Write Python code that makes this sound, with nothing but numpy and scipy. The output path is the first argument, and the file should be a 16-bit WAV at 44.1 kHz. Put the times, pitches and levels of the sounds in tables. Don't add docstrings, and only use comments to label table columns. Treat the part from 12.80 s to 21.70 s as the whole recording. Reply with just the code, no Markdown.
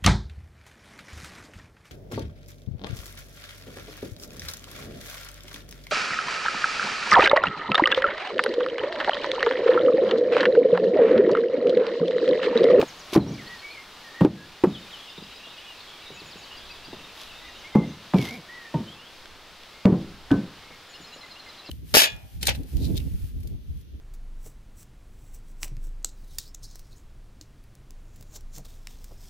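import sys
import numpy as np
from scipy import signal
from scipy.fft import rfft, irfft, next_fast_len
from scipy.io import wavfile
from scipy.ndimage import uniform_filter1d, minimum_filter1d, map_coordinates

SR = 44100
rng = np.random.default_rng(int(sys.argv[2]) if len(sys.argv) > 2 else 0)


def store_wav(level_fs):
    pcm = np.round(np.clip(np.atleast_2d(level_fs), -1, 1) * 32767)
    wavfile.write(sys.argv[1], SR, pcm.T.astype(np.int16))


N = 392490


def amp(db):
    return 10 ** (np.asarray(db) / 20)


def unit(x):
    return x / np.sqrt(np.mean(x ** 2) + 1e-20)


def along(points, hz):
    f, v = np.transpose(points)
    return np.interp(np.log(hz + 1), np.log(f + 1), v)


def curves(rows):
    s, *columns = np.transpose(rows)
    t = np.arange(N) / SR
    return [np.interp(t, s, column) for column in columns]


def during(rows):
    t = np.arange(N) / SR
    inside = (t > rows[0][0]) & (t < rows[-1][0])
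    return uniform_filter1d(1.0 * inside, size=400)


def wobble(rate, n=N):
    knots = rng.standard_normal(int(n * rate / SR) + 4)
    return map_coordinates(knots, [np.arange(n) * rate / SR])


def filtered(x, response):
    n = x.shape[-1]
    m = next_fast_len(n + 8192)
    return irfft(rfft(x, m) * response(np.fft.rfftfreq(m, 1 / SR)), m)[..., :n]


# (frequency [Hz], correlation [0 to 1])
COHERENCE = [(30, .98), (100, .999), (300, .998), (700, .994), (1500, .988), (3000, .95), (4500, .72),
             (8000, .55), (15000, .45)]


def noise(spectrum, n=N):
    def mid_and_side(hz):
        angle = np.arccos(np.clip(along(COHERENCE, hz), 0, 1)) / 2
        return amp(along(spectrum, hz)) * [np.cos(angle), np.sin(angle)]
    mid, side = filtered(rng.standard_normal((2, n)), mid_and_side)
    return unit(np.array([mid + side, mid - side]))


def fade(t, t60, attack):
    decay = np.exp(-np.log(1000) * t / max(t60, .002))
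    return decay * (1 - np.exp(-t / max(attack, 1e-5)))


def struck(x):
    return x / np.sqrt(np.mean(x[..., :SR // 50] ** 2) + 1e-20)


def dying(x, t60s):
    hz, t, z = signal.stft(x, SR, nperseg=512)
    decay = np.exp(-np.log(1000) * t / along(t60s, hz)[:, None])
    return signal.istft(z * decay, SR, nperseg=512)[1][:, :x.shape[1]]


def add(track, s, sound):
    part = track[..., max(round(s * SR), 0):][..., :sound.shape[-1]]
    part += sound[..., :part.shape[-1]]


# (time [s], forest [dB], leaves [dB]), before the layer gains below
AIR = [(0.0, -52, -46.5), (1.63, -55.5, -50.5), (2.15, -55, -49), (4.66, -54.5, -50), (7.06, -56.5, -52),
       (8.9, -56, -51.5)]
# (time of the peak [s], level [dB])
GUSTS = [(3.9, -56), (4.6, -58.5), (6.55, -59), (7.4, -53)]
# (frequency [Hz], relative density [dB per Hz])
WIND = [(10, 2), (30, -5.5), (60, -4), (120, -13.5), (300, -33), (1000, -73)]
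FOREST = [(60, -3), (150, -4), (350, -0.5), (700, -0.5), (1200, 0.5), (2000, -5.5), (4000, -22),
          (9000, -37)]
LEAVES = [(600, -7), (1500, -3), (2500, 0), (3600, 2), (5000, -2.5), (6500, -10), (8500, -15.5),
          (13000, -19), (15800, -20.5)]
FOREST_DB, LEAVES_DB = 3.5, 1.5
GUST_WIDTH_S, CALM_DB = 0.25, -65.5
PORTS_DB = -7.5


def clearing():
    t = np.arange(N) / SR
    forest_db, leaves_db = curves(AIR)
    sway_db = .6 * wobble(5)
    puffs = sum(amp(db) * np.exp(-((t - s) / GUST_WIDTH_S) ** 2) for s, db in GUSTS)
    breeze = amp(CALM_DB) + puffs
    ports = amp(PORTS_DB) * noise(WIND)[0] * np.array([[1], [-1]])
    wind = breeze * amp(1.5 * wobble(7.1)) * (noise(WIND) + ports)
    forest = amp(forest_db + FOREST_DB + sway_db) * noise(FOREST)
    leaves = amp(leaves_db + LEAVES_DB + 0.66 * wobble(9.5)) * noise(LEAVES)
    return wind + forest + leaves * amp([[.3], [-.3]])


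# (time [s], level of a note [dB])
CHORUS = [(0, -70), (1.6, -61), (2.2, -48), (3.0, -50.5), (3.7, -50), (4.8, -51.5), (5.4, -61.5),
          (7.8, -83), (8.2, -59), (8.9, -59)]


def far_notes(count):
    u = rng.random((count, 4))
    s = (np.arange(count) + u[:, 0]) / count * N / SR
    length = 0.02 + 0.0357 * u[:, 3]
    hz = 2400 + 1600 * u[:, 1]
    glide = .3 * u[:, 2] - .08
    db = np.interp(s, *np.transpose(CHORUS))
    return np.transpose([s, length, hz * (1 + glide), hz, hz * (1 - glide / 2), db])


SHAPES = {"level": (-0.183, -.2), "arch": (-1.07, -1.44), "dip": (2.8, 1.6), "rise": (-1.21, 1.25),
          "climb": (-2, 3.8), "fall": (.8, -0.96), "slur": (5, -0.47), "sweep": (3.6, -6.5),
          "chip": (1.67, -1.9), "pip": (0.78, -.1), "tink": (-0.84, .4)}


def note(s, length, hz, db, shape):
    start_hz, end_hz = hz * 2 ** (np.array(SHAPES[shape]) / 12)
    return s, length, start_hz, hz, end_hz, db


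# (time [s], notes, pace from note to note [s], mean pitch [Hz], level [dB], shape)
TRILLS = [(0.075, 2, .112, 5940, -50.5, "sweep"), (0.52, 1, .1, 5600, -50, "sweep"),
          (0.665, 3, .12, 4340, -50, "tink"), (1.865, 3, .118, 6900, -66, "pip"),
          (1.925, 2, 0.18, 3013, -45.5, "slur"), (2.265, 4, 0.084, 2890, -52, "chip"),
          (2.295, 3, 0.13, 5050, -52.5, "tink"), (3.34, 3, .118, 6850, -57, "pip"),
          (3.385, 3, .12, 4360, -50, "sweep"), (3.764, 3, 0.14, 4750, -48, "tink"),
          (4.19, 2, .31, 2800, -49, "chip"), (4.68, 2, .108, 5840, -59, "sweep"),
          (4.96, 2, .12, 6080, -57, "tink"), (8.09, 3, .119, 6860, -57, "pip"),
          (8.145, 3, .116, 5140, -55, "pip"), (8.125, 2, 0.11, 4200, -53, "pip"),
          (8.315, 7, .093, 4040, -49, "pip"), (8.14, 2, .185, 2854, -48.5, "tink"),
          (8.555, 2, .29, 2780, -49, "tink"), (8.855, 1, .1, 4400, -52, "sweep"),
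          (8.43, 2, 0.23, 2060, -49.5, "pip"), (8.51, 3, 0.17, 4950, -55, "tink")]
SYLLABLE_S = {"sweep": .04, "tink": 0.0257, "pip": 0.032, "slur": .077, "chip": 0.0236}


def trill_notes():
    notes = []
    for s, count, pace_s, hz, db, shape in TRILLS:
        for k in range(round(count)):
            pitch_hz = hz * (1 + 0.0091 * rng.standard_normal())
            notes.append(note(s + k * pace_s, SYLLABLE_S[shape], pitch_hz, db, shape))
    return notes


def song(notes, warble, flutter_db):
    out = np.zeros(N)
    for s, length, start_hz, middle_hz, end_hz, db in notes:
        n = max(int(length * SR), 64)
        u = np.linspace(0, 1, n)
        glide_hz = np.interp(u, [0, .5, 1], [start_hz, middle_hz, end_hz])
        hz = uniform_filter1d(glide_hz, size=n // 3)
        phase = 2 * np.pi * np.cumsum(hz * (1 + warble * wobble(229, n))) / SR
        swell = np.sqrt(np.abs(np.sin(np.pi * u))) * amp(flutter_db * wobble(75.0, n))
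        add(out, s, amp(db) * unit(swell * np.sin(phase)))
    return out


# (time [s], length [s], middle pitch [Hz], level [dB], shape)
WHISTLES = [(0.397, 0.047, 4020, -44, "fall"), (0.473, .03, 5750, -47.5, "rise"),
            (0.52, .06, 2350, -53, "level"), (0.575, 0.069, 1850, -48, "slur"),
            (0.651, 0.14, 1952, -46.5, "arch"), (0.825, 0.087, 2275, -42.5, "level"),
            (0.89, 0.074, 2460, -49, "arch"), (0.942, 0.072, 2186, -46.5, "fall"),
            (1.238, .085, 1830, -49, "fall"), (1.34, 0.094, 1930, -42.5, "arch"),
            (1.562, 0.096, 1672, -52, "level"), (2.62, .078, 2850, -50.5, "level"),
            (2.772, 0.043, 2940, -48, "rise"), (2.858, 0.087, 2880, -47.5, "fall"),
            (3.149, 0.21, 2270, -58, "level"), (3.25, 0.064, 3890, -53, "level"),
            (3.358, 0.058, 2630, -49, "tink"), (3.70, .085, 2930, -48.5, "arch"),
            (3.898, 0.037, 2650, -45.5, "arch"), (4.599, 0.11, 2034, -50.5, "arch"),
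            (4.74, .04, 2820, -53, "rise"), (4.839, 0.053, 2216, -46.5, "rise"),
            (4.92, 0.14, 2104, -45, "level"), (5.35, .22, 2062, -43, "dip"),
            (5.48, 0.097, 2280, -47, "rise"), (5.68, .17, 1976, -46, "arch"),
            (5.84, 0.071, 1819, -47.5, "level"), (6.059, 0.09, 3195, -49, "rise"),
            (6.139, .16, 2850, -53.5, "climb"), (6.93, .1, 2146, -56, "level"),
            (7.8, .2, 2165, -56.5, "level")]
# (frequency [Hz], t60 [s])
TREES_T60 = [(1500, 0.34), (4000, 0.55), (8000, 0.74)]
CHIRPS_LEFT_DB = 0.5


def birds():
    flutes = song([note(*row) for row in WHISTLES], warble=0.013, flutter_db=2.8)
    chirps = song(trill_notes(), warble=0.0085, flutter_db=2.0)
    to_left = amp(CHIRPS_LEFT_DB * np.array([[1], [-1]]))
    near = amp(-0.5) * flutes + amp(-0.4) * chirps * to_left
    far = song(far_notes(count=260), warble=0.011, flutter_db=8.5)
    trunks = dying(noise([(100, 0.026), (10000, 0)], SR // 2), TREES_T60)
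    trunks = trunks / np.linalg.norm(trunks[0])
    echo = signal.fftconvolve(amp(-4.5) * near + amp(-0.5) * far, trunks, axes=1)[:, :N]
    return near + amp(-10) * far + echo


# (time [s], hiss before a 10.5 dB lift [dB])
SLIDES = [
    [(0.24, -77), (0.322, -58), (0.331, -43.5), (0.364, -43), (0.37, -62)],
    [(4.3, -76), (4.37, -58), (4.45, -56.5), (4.54, -83)],
    [(5.36, -59), (5.39, -54.5), (5.435, -49.5), (5.475, -49), (5.53, -59), (5.62, -70)],
]
# (frequency [Hz], relative density [dB per Hz])
SCRAPE = [(300, -5), (700, 17.5), (1500, 8), (3500, 15.5), (5500, 10), (8000, -1.5), (13000, 2),
          (16000, -13)]
# (time [s], slips a second [Hz], level [dB])
GROAN = [(5.48, 340, -65), (5.52, 227, -38.5), (5.56, 254, -45), (5.595, 156, -42), (5.63, 120, -67)]


def slides():
    hiss = sum(amp(curves(rows)[0] + 10.5) * during(rows) for rows in SLIDES)
    catches = amp(4.2 * wobble(600) + 1.3 * wobble(80))
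    grain = unit(noise(SCRAPE) * catches)
    slips_hz, groan_db = curves(GROAN)
    phase = 2 * np.pi * np.cumsum(slips_hz * (1 + 0.043 * wobble(120))) / SR
    groan = unit(np.sin(phase) + 0.33 * np.sin(2 * phase) + 0.34 * np.sin(3 * phase))
    return hiss * grain + amp(groan_db) * during(GROAN) * groan


# (frequency [Hz], relative density [dB per Hz])
DECK = [(25, -34), (60, -7.5), (110, -5.5), (180, 4.5), (280, -7), (420, -12), (700, -16.5), (1200, -19),
        (3000, -96)]
# (frequency [Hz], t60 [s])
DECK_T60 = [(80, 0.53), (200, 0.42), (500, 0.48), (1000, 0.21), (3000, .2)]


def deck(t):
    return dying(noise(DECK, len(t)), DECK_T60)[0] * (1 - np.exp(-t / 0.0026))


# (time [s], level [dB], scuff re that level before a 22 dB cut [dB])
STEPS = [(2.378, -33, 1), (2.418, -36, -16), (2.669, -46.5, 16), (3.303, -33.5, -2), (3.417, -34, -15),
         (3.553, -40.5, 5), (4.079, -36.5, -21), (4.13, -29.5, 7), (7.903, -42.5, 13), (8.199, -37.5, -2),
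         (8.36, -43, 14)]
# (frequency [Hz], relative density [dB per Hz])
BODY = [(60, -42), (130, -27), (230, 0.5), (380, 6), (520, -5.5), (750, -24), (1500, -68)]
CLACK = [(200, -23), (480, 7.5), (800, 5), (1100, -2), (1600, -9.5), (2500, -17.5), (5000, -40)]


def steps():
    out, t = np.zeros((2, N)), np.arange(SR // 2) / SR
    for s, db, scuff_db in STEPS:
        thump = amp(-11.5) * struck(noise(BODY, len(t)) * fade(t, t60=0.05, attack=0.0022))
        plank = amp(-15.5) * struck(np.sin(2 * np.pi * 165 * t) * fade(t, t60=0.075, attack=0.0065))
        scuff = amp(scuff_db - 22) * struck(noise(CLACK, len(t)) * fade(t, t60=0.058, attack=0.00067))
        add(out, s, amp(db) * (thump + plank + scuff + amp(-13.5) * deck(t)))
    return out


# (time [s], level [dB])
TICKS = [(0.014, -32), (0.375, -37), (0.645, -67), (5.384, -40.5), (5.47, -45), (6.457, -49), (6.834, -51),
         (7.905, -60)]
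# (frequency [Hz], relative density [dB per Hz])
CLICK = [(500, -30), (1500, 7), (3500, 8.5), (6000, -5.5), (9000, -15.5), (15000, -17)]


def ticks():
    out, t = np.zeros((2, N)), np.arange(SR // 10) / SR
    for s, db in TICKS:
        burst = noise(CLICK, len(t)) * fade(t, t60=0.018, attack=0.00026)
        add(out, s, amp(db) * struck(burst))
    return out


# (frequency [Hz], mean relative strength [dB], t60 [s])
TIMBER = [(124.7, 14, 0.26), (153.6, 11, 0.21), (217, 8.5, 0.37), (278, 10, 0.35), (330, 5, 0.43),
          (395, -9, 0.75), (505, 0.5, 0.24), (546, -29, 0.26), (616, -29, .25), (760, -21, .22),
          (880, -24, .15), (1000, -11, .2), (1140, -33, .17)]


def timber(t, scatter_db):
    hz, db, t60 = np.transpose(TIMBER)[:, :, None]
    strength = amp(db + scatter_db * rng.standard_normal(hz.shape)) * rng.choice([-1, 1], hz.shape)
    modes = strength * np.sin(2 * np.pi * hz * t) * np.exp(-np.log(1000) * t / t60)
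    return struck(np.sum(modes, axis=0))


# (ratio to the main ring, level [dB], share of that ring's t60)
BENDING = [(0.656, -12, 1), (1, 1, 0.9), (1.114, -8, 0.63)]


def ring(t, hz, t60):
    rattle = .2 * wobble(130, len(t))
    total = 0
    for ratio, db, life in BENDING:
        tone = np.sin(2 * np.pi * hz * ratio * t + rattle)
        total = total + amp(db) * struck(tone * fade(t, life * t60, attack=0.001))
    return amp(-14) * total


# (frequency [Hz], relative density [dB per Hz])
CRACK = [(400, 2), (900, -5), (1600, -20), (2600, -2), (4000, -10), (8000, -18), (15000, -45)]
EDGE_HZ, EDGE_DECK_DB = 578, -13.5
BODY_DB, BODY_DB_PER_OCT = 2, 9
CLACK_DB, CLACK_DB_PER_OCT = 0.5, 13
CRACK_DB, CRACK_DB_PER_OCT = -18.5, 15
CLICK_DB, CLICK_DB_PER_OCT = -23, 11.5


def contact(t, thud_hz, thud_t60, deck_db, clack_db=0, snap_db=0):
    def burst(spectrum, t60, attack):
        return struck(noise(spectrum, len(t)) * fade(t, t60, attack))
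    octaves = np.log2(thud_hz / EDGE_HZ)
    thud = struck(np.sin(2 * np.pi * thud_hz * t) * fade(t, thud_t60, attack=0.39 / thud_hz))
    body = amp(BODY_DB + BODY_DB_PER_OCT * octaves) * burst(BODY, 1.61 * thud_t60, attack=0.001)[0]
    clack = amp(CLACK_DB + CLACK_DB_PER_OCT * octaves) * burst(CLACK, 1.3 * thud_t60, attack=0.00036)[0]
    crack = amp(CRACK_DB + CRACK_DB_PER_OCT * octaves) * burst(CRACK, t60=0.036, attack=0.00041)
    click = amp(CLICK_DB + CLICK_DB_PER_OCT * octaves) * burst(CLICK, t60=0.0081, attack=0.0015)
    frame = amp(deck_db - 1.5) * deck(t) + amp(deck_db - 2.0) * timber(t, scatter_db=1.5)
    board = thud + amp(clack_db / 2) * body + amp(clack_db) * clack
    return amp(-10.5) * (board + amp(snap_db) * (crack + click) + frame)


THUD_CYCLES = 18.2


def light_contact(t, hz, deck_db, clack_db=0, snap_db=0):
    return contact(t, hz, THUD_CYCLES / hz, deck_db, clack_db, snap_db)


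# (time [s], edge [dB], landing after [s], landing [dB], thud [Hz], thud t60 [s], clack [dB], snap [dB],
#  deck [dB], ring [Hz], ring t60 [s], ring [dB], rebound after [s], rebound [dB], rebound [Hz])
BLOWS = [(0.350, -23, .011, 5, 321, 0.086, -2, -2, -11, 1045, 0.16, -16, .023, -1.5, 185),
         (1.409, -18.5, 0.0038, -2.5, 180, .13, 0, -4, -5.5, 955, 0.11, -21, .0395, 4, 308),
         (1.836, -28.5, .002, -1.5, 360, 0.052, -2.5, -3, -16.5, 842, .11, -21.5, 0.034, -9.5, 193),
         (4.951, -20.5, 0.0052, 2, 209, 0.08, 0, -2, -9, 853, 0.19, -13, 0.033, -6.5, 177.7),
         (5.336, -23.5, 0.0065, -1, 188, 0.13, 0, 5, -11.5, 896, .12, -24, 0.053, -15, 135),
         (5.941, -26.5, 0.00598, -15.5, 161, 0.081, 2.5, 0, -1, 914, 0.2, -20, .061, -23.5, 213),
         (7.052, -27, .003, 4.5, 194, 0.17, 1, 8.5, -10.5, 960, 0.22, -20, 0.071, -2, 179),
         (7.507, -27, .007, -5.5, 279, 0.13, -6.5, 8, -3, 1520, 0.27, -21.5, 0.082, -24, 220)]
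# (time [s], level [dB], thud [Hz], deck [dB]), gains before scaling
JOSTLES = [(0.001, -16.5, 490, -17), (0.013, -22.5, 530, -25), (0.026, -17.5, 540, -28),
           (0.329, -23.5, 374, -13), (0.464, -15, 180, -1.5), (0.504, -19.5, 164, -2.5),
           (8.888, -29, 303, -1)]
REBOUND_HZ = 179


def knocks():
    out, t = np.zeros((2, N)), np.arange(SR * 3 // 4) / SR
    for (s, edge_db, landing_s, landing_db, thud_hz, thud_t60, clack_db, snap_db, deck_db,
         ring_hz, ring_t60, ring_db, rebound_s, rebound_db, rebound_hz) in BLOWS:
        edge = light_contact(t, EDGE_HZ, EDGE_DECK_DB, clack_db=2, snap_db=-3)
        add(out, s, amp(edge_db) * edge + amp(ring_db) * ring(t, ring_hz, ring_t60))
        landing = contact(t, thud_hz, thud_t60, deck_db, clack_db, snap_db)
        add(out, s + landing_s, amp(landing_db) * landing)
        rebound_deck_db = -9.5 - 13.8 * np.log2(rebound_hz / REBOUND_HZ)
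        rebound = light_contact(t, rebound_hz, rebound_deck_db, clack_db - 4.0, snap_db=-2)
        add(out, s + rebound_s, amp(rebound_db) * rebound)
    for s, db, thud_hz, deck_db in JOSTLES:
        add(out, s, amp(db) * light_contact(t, thud_hz, deck_db))
    return signal.sosfilt(signal.butter(1, 45, "highpass", fs=SR, output="sos"), out)


def scene():
    return clearing() + birds() + slides() + steps() + ticks() + knocks()


def limited(x, ceiling, recovery_db):
    over = 20 * np.log10(np.maximum(np.abs(x).max(axis=0) / ceiling, 1))
    climb = recovery_db * np.arange(N) / SR
    cut = np.maximum.accumulate(over + climb) - climb
    return x * uniform_filter1d(minimum_filter1d(amp(-cut), size=89), size=89)


TOP_HZ = 15750


def record(dry):
    held = limited(dry, ceiling=0.7, recovery_db=30.0)
    return filtered(held, lambda hz: hz < TOP_HZ)


dry = scene()
out = record(dry)
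store_wav(out)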